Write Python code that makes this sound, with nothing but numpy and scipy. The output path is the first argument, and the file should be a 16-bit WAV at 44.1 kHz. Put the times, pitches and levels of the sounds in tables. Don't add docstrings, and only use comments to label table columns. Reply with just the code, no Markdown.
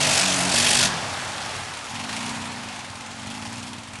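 import sys
import numpy as np
from scipy import signal
from scipy.io import wavfile
from scipy.ndimage import uniform_filter1d

SR = 44100
rng = np.random.default_rng(int(sys.argv[2]) if len(sys.argv) > 2 else 0)


def attenuation_scalar(level_db):
    decades = np.asarray(level_db, float) / 20
    return 10 ** decades


def transcribe(u):
    v = np.clip(np.atleast_2d(u).T, -1, 1)
    q = np.round(v * 32767).astype(np.int16)
    wavfile.write(sys.argv[1], SR, q)


N = 176400

# (time [s], firing rate [Hz])
ENGINE_SPEED = [(0.0, 48.2), (0.15, 48.85), (0.4, 45.15), (0.6, 47.2), (0.87, 49.05), (0.94, 42.5),
                (1.04, 35), (1.22, 25), (1.8, 18.5), (1.93, 19.5), (2.1, 27.6), (2.29, 32.3), (2.6, 30.3),
                (2.84, 22), (3.2, 23.5), (3.64, 30.9), (3.76, 30), (4.0, 23.3)]
# (time [s], pipe hum [dB], exhaust blast [dB])
ENGINE_LOAD = [(0, -28, -20.5), (.18, -29.5, -19), (.33, -28, -23), (.49, -27.5, -25.5), (.57, -28, -18),
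               (.86, -32, -17.5), (.91, -41, -44), (1.08, -36, -39), (1.3, -50.5, -39.5), (1.8, -62, -46.5),
               (1.95, -43, -44), (2.25, -37, -42.5), (2.6, -42, -53), (2.87, -51.5, -58), (3.1, -48.5, -56),
               (3.3, -40, -43.5), (3.72, -41, -47.5), (3.85, -48, -89)]
# (frequency [Hz], level [dB])
PIPE_IN_SLURRY = [(48, -38), (95, -12.5), (145, -11.5), (190, -14.5), (240, -15.5), (285, -15.5),
                  (330, -20), (600, -27.5)]
PIPE_CLEAR = [(30, -36), (70, -19), (117, -4), (165, -17), (200, -4), (224, 2), (256, -2), (290, -9),
              (330, -22), (600, -34)]
# (time [s], resonance [Hz])
AIR_POCKET = [(0, 152), (.17, 160), (.26, 187), (.5, 184), (.56, 236), (.86, 243), (.9, 168), (1.0, 150),
              (1.05, 100), (1.3, 72)]
# (phase [turn], level [dB])
GAS_PUFFS = [(.14, 1), (.3, -6), (.43, 0), (.59, -2), (.77, -9)]
# (frequency [Hz], density [dB per Hz])
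BLAST_COLOUR = [(240, -11), (400, -12.5), (677, -5), (1210, -37), (1520, -3), (3740, -3.5), (5810, -2.5),
                (10300, -5.5), (12000, 10), (15600, -49), (22000, -120)]
# (frequency [Hz], width [Hz], level [dB])
MUFFLER_TIN = [(1650, 260, -8), (2570, 200, 0.5), (3320, 490, -3), (4500, 340, -2), (5220, 200, -3),
               (5960, 250, -5.5)]
# (frequency [Hz], width [Hz], level [dB])
CRACK_TIN = [(1670, 230, -17), (2450, 160, -2), (3330, 130, -10)]
# (frequency [Hz], width [Hz], level [dB])
WET_RASP = [(652, 78, 7), (933, 110, -2.5)]
DRY_RASP = [(790, 90, -3), (890, 100, 0)]
HOT_RASP = [(800, 90, -4), (970, 110, 0)]
# (time [s], level [dB])
MUD_LEVEL = [(0, -27.5), (.5, -27), (.85, -26.5), (1.0, -29.5), (1.6, -32.5), (1.8, -36), (2.3, -33.5),
             (2.9, -38), (3.5, -39), (4, -41.5)]
# (frequency [Hz], density [dB per Hz])
WASH_COLOUR = [(25, -25), (110, -2), (170, -5.5), (380, -8), (540, -7.5), (800, 0), (1500, -4), (4000, -10),
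               (11000, -18.5)]
# (time [s], firing rate [Hz])
FAR_SPEED = [(0, 18.7), (3.0, 18.7), (3.3, 19.5), (4, 19.6)]
# (frequency [Hz], width [Hz], level [dB])
FAR_PIPE = [(103.6, 19, 18), (203, 21, -3)]
# (time [s], turning rate [Hz], level [dB])
BELT = [(0, 30, -80), (.74, 30, -70), (.8, 35, -42), (.9, 43, -38), (.97, 41, -38), (1.02, 37, -70),
        (4, 37, -90)]
# (multiple of turning rate, level [dB])
BELT_ORDERS = [(2, -8), (3, -1), (4, 1.5), (5, -2)]
# (time [s], peak [dB])
SHARP_POPS = [(1.7382, -23), (1.7707, -22), (1.85, -25), (1.9039, -24), (1.9533, -20), (1.9977, -20),
              (2.0391, -23), (2.0924, -19), (2.1284, -19), (2.1643, -18), (2.2067, -21), (2.2291, -23),
              (2.2621, -20), (2.2925, -19), (2.3553, -24), (2.4182, -25), (2.4556, -24), (2.518, -25),
              (2.6332, -24), (2.6861, -24), (2.727, -27), (2.7604, -28), (2.7918, -25), (2.8452, -26),
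              (2.9545, -28), (3.0079, -27), (3.0627, -27), (3.1076, -27), (3.1944, -27), (3.2708, -27),
              (3.3082, -26), (3.3481, -25), (3.4224, -27), (3.4583, -27), (3.5287, -25), (3.5811, -27),
              (3.6289, -25), (3.6718, -28), (3.7322, -25), (3.7826, -28), (3.8335, -29), (3.8739, -30),
              (3.9323, -27), (3.9547, -27)]
# (frequency [Hz], density [dB per Hz])
POP_RUSH_COLOUR = [(500, -25), (1000, -1), (1300, -7), (2600, 1.5), (4500, -6), (8000, -9.5), (12000, -9.5)]
# (delay [s], level [dB])
REFLECTIONS = [(.031, -14), (.074, -17), (.13, -20)]


def rms_one(x):
    return x / np.sqrt(np.mean(x ** 2) + 1e-20)


def evened(x):
    return x / np.sqrt(uniform_filter1d(x ** 2, size=6000) + 1e-20)


def in_time(rows):
    s, *columns = np.transpose(rows)
    return [np.interp(np.arange(N) / SR, s, column) for column in columns]


def drift(rate_hz):
    r = np.exp(-2 * np.pi * rate_hz * 40 / SR)
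    white = rng.standard_normal(N // 40 + 2002)
    slow = signal.lfilter([1], [1, -2 * r, r * r], white)[2000:]
    return np.interp(np.arange(N) / 40, np.arange(len(slow)), rms_one(slow))


def filtered(x, order, hz, kind):
    return signal.sosfilt(signal.butter(order, hz, kind, fs=SR, output="sos"), x)


def decaying(x, fall_s):
    return signal.lfilter([1], [1, -np.exp(-1 / (fall_s * SR))], x + 1e-18)


def resonate(x, peaks):
    out = 0
    for k, (hz, width, db) in enumerate(peaks):
        r = np.exp(-np.pi * width / SR)
        feedback = [1, -2 * r * np.cos(2 * np.pi * hz / SR), r * r]
        ring = signal.lfilter([(1 - r * r) / 2, 0, (r * r - 1) / 2], feedback, x + 1e-18)
        out = out + (-1) ** k * attenuation_scalar(db) * ring
    return out


def banded_noise(spectrum, patchy_db):
    out = 0
    edges = 35 * 2 ** np.arange(0, 8.7, 1 / 3)
    white = rng.standard_normal((2, N))
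    hz, db = np.transpose(spectrum)
    for k, (low, high) in enumerate(zip(edges, edges[1:])):
        band = filtered(white[k % 2], 2, [low, high], "band")
        level_db = np.interp(np.log(low * high) / 2, np.log(hz), db)
        out = out + band * attenuation_scalar(level_db + patchy_db * drift(4.8))
    return rms_one(out)


def firings(rate, start):
    spread_db, jitter_s = 2.0, .0006
    turns = start + np.cumsum(rate) / SR
    at = np.flatnonzero(np.diff(np.floor(turns)))
    late, strength = rng.standard_normal((250, 2))[:len(at)].T
    at = np.clip(at + (late * jitter_s * SR).astype(int), 0, N - 1)
    clicks = np.zeros(N)
    clicks[at] = attenuation_scalar(spread_db * strength)
    return clicks


def puffs(clicks, fall_s):
    a = np.exp(-1 / (.001 * SR))
    return signal.lfilter([1 - a], [1, -a], decaying(clicks, fall_s))


def throttle():
    flywheel_s, clear_s, leaving_s = .06, 1.35, .3
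    wet = np.clip((clear_s - np.arange(N) / SR) / leaving_s, 0, 1)
    rate = uniform_filter1d(in_time(ENGINE_SPEED)[0], size=int(flywheel_s * SR), mode="nearest")
    return [rate] + in_time(ENGINE_LOAD) + [wet]


def hum():
    pocket_db, fifth_db, pocket_width = 11, 8, .09
    rate, hum_db, _, wet = throttle()
    pocket, = in_time(AIR_POCKET)
    turns = np.cumsum(rate) / SR
    out = 0
    for k in range(1, 15):
        wet_db, dry_db = [np.interp(np.log(k * rate), np.log(hz), db)
                          for hz, db in (np.transpose(PIPE_IN_SLURRY), np.transpose(PIPE_CLEAR))]
        off = np.log(k * rate / pocket)
        wet_db = wet_db + pocket_db * np.exp(-(off / pocket_width) ** 2)
        wet_db = wet_db + fifth_db * np.exp(-((off - np.log(1.5)) / pocket_width) ** 2)
        waver_db = (wet * 1.5 + (1 - wet) * .8) * drift(3)
        flutter_db = wet * 1.8 * drift(9)
        level_db = wet * wet_db + (1 - wet) * dry_db + waver_db + flutter_db
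        out = out + attenuation_scalar(level_db) * np.sin(2 * np.pi * (k * turns + k * k / 4))
    return attenuation_scalar(hum_db) * out


def exhaust():
    puff_fall_s, crack_fall_s, steady_blast = .004, .0012, .25
    muffler_db, muffler_follows, crack_db = -4.5, .5, -7
    wet_rasp_db, dry_rasp_db, rasp_pulse, rasp_follows = -6, -5, 1.2, .4
    rate, hum_db, blast_db, wet = throttle()
    valves = sum(attenuation_scalar(db) * firings(rate, -turn) for turn, db in GAS_PUFFS)
    gate = evened(puffs(valves, puff_fall_s)) + steady_blast
    colour = banded_noise(BLAST_COLOUR, patchy_db=2.0)
    white = rng.standard_normal(N)

    tin_db = muffler_db + muffler_follows * np.clip(blast_db - blast_db[0], -4, 4)
    blast = evened(colour * gate + attenuation_scalar(tin_db) * rms_one(resonate(white * gate, MUFFLER_TIN)))

    snap = puffs(valves * np.sqrt(valves), crack_fall_s)
    crack = evened(rms_one(colour * snap) + rms_one(resonate(white * snap, CRACK_TIN)))

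    air = rng.standard_normal(N) * gate + rasp_pulse * evened(firings(rate, -GAS_PUFFS[0][0]))
    hot = np.clip((rate - 24) / 6, 0, 1)
    dry_rasp = sum(np.sqrt(share) * rms_one(resonate(resonate(air, pipe), pipe))
                   for share, pipe in ((1 - hot, DRY_RASP), (hot, HOT_RASP)))
    dry_db = dry_rasp_db + rasp_follows * (blast_db - hum_db)
    rasp = wet * attenuation_scalar(wet_rasp_db) * rms_one(resonate(air, WET_RASP)) + (1 - wet) * attenuation_scalar(dry_db) * dry_rasp
    return attenuation_scalar(hum_db) * rasp + attenuation_scalar(blast_db) * (blast + (1 - wet) * attenuation_scalar(crack_db) * crack)


def mud():
    splats_per_s, splat_db, splat_cycles, spread_db = 2800, -11, 7.1, 5
    level_db, = in_time(MUD_LEVEL)
    sizes = attenuation_scalar(spread_db * np.minimum(rng.exponential(1, N), 5)) * rng.choice([-1, 1], N)
    born = rng.random(N) < splats_per_s * attenuation_scalar(3 * drift(8)) / SR
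    dealt = rng.integers(0, 16, N)
    splats = 0
    for k, hz in enumerate(np.geomspace(550, 6000, 16)):
        hits = sizes * born * (dealt == k)
        splats = splats + resonate(hits, [(hz, hz / splat_cycles, 0)]) / np.sqrt(hz)
    wash = banded_noise(WASH_COLOUR, patchy_db=1.0)
    return attenuation_scalar(level_db) * (wash + attenuation_scalar(splat_db) * rms_one(splats))


def idler():
    tick_db, tick_fall_s, thump_db = -52, .0025, -49
    fired = firings(in_time(FAR_SPEED)[0], start=.75)
    hiss = filtered(rng.standard_normal(N), 1, [1800, 9000], "band")
    ticks = rms_one(hiss * puffs(fired, tick_fall_s))
    thumps = rms_one(resonate(fired, FAR_PIPE))
    return attenuation_scalar(tick_db) * ticks + attenuation_scalar(thump_db) * thumps


def drive():
    rate, level_db = in_time(BELT)
    turns = np.cumsum(rate) / SR
    whine = sum(attenuation_scalar(db + 2 * drift(9.5)) * np.sin(2 * np.pi * k * turns) for k, db in BELT_ORDERS)
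    return attenuation_scalar(level_db) * whine


def pops():
    front_db, front_fall_s, rush_db, rush_fall_s = -8.5, .0015, -11, .018
    s, db = np.transpose(SHARP_POPS)
    clicks = np.zeros(N)
    clicks[(s * SR).astype(int)] = attenuation_scalar(db)
    front = filtered(decaying(clicks, front_fall_s) * rng.standard_normal(N), 2, 1500, "high")
    rush = decaying(clicks, rush_fall_s) * banded_noise(POP_RUSH_COLOUR, patchy_db=2.0)
    return attenuation_scalar(front_db) * front + attenuation_scalar(rush_db) * rush


def scene():
    near = exhaust() + idler() + pops()
    dull = signal.lfilter([.4], [1, -.6], near)
    echoes = sum(attenuation_scalar(db) * np.pad(dull, (int(s * SR), 0))[:N] for s, db in REFLECTIONS)
    return (hum() + drive() + near + echoes + mud())[None]


def top_cut(x):
    return signal.sosfilt(signal.butter(12, 12390, fs=SR, output="sos"), x)


def record(dry):
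    soft = filtered(dry, 6, 10100, "low")
    steep = signal.cheby2(12, 60, 12750, fs=SR, output="sos")
    return top_cut(signal.sosfilt(steep, soft))


dry = scene()
out = record(dry)
transcribe(out)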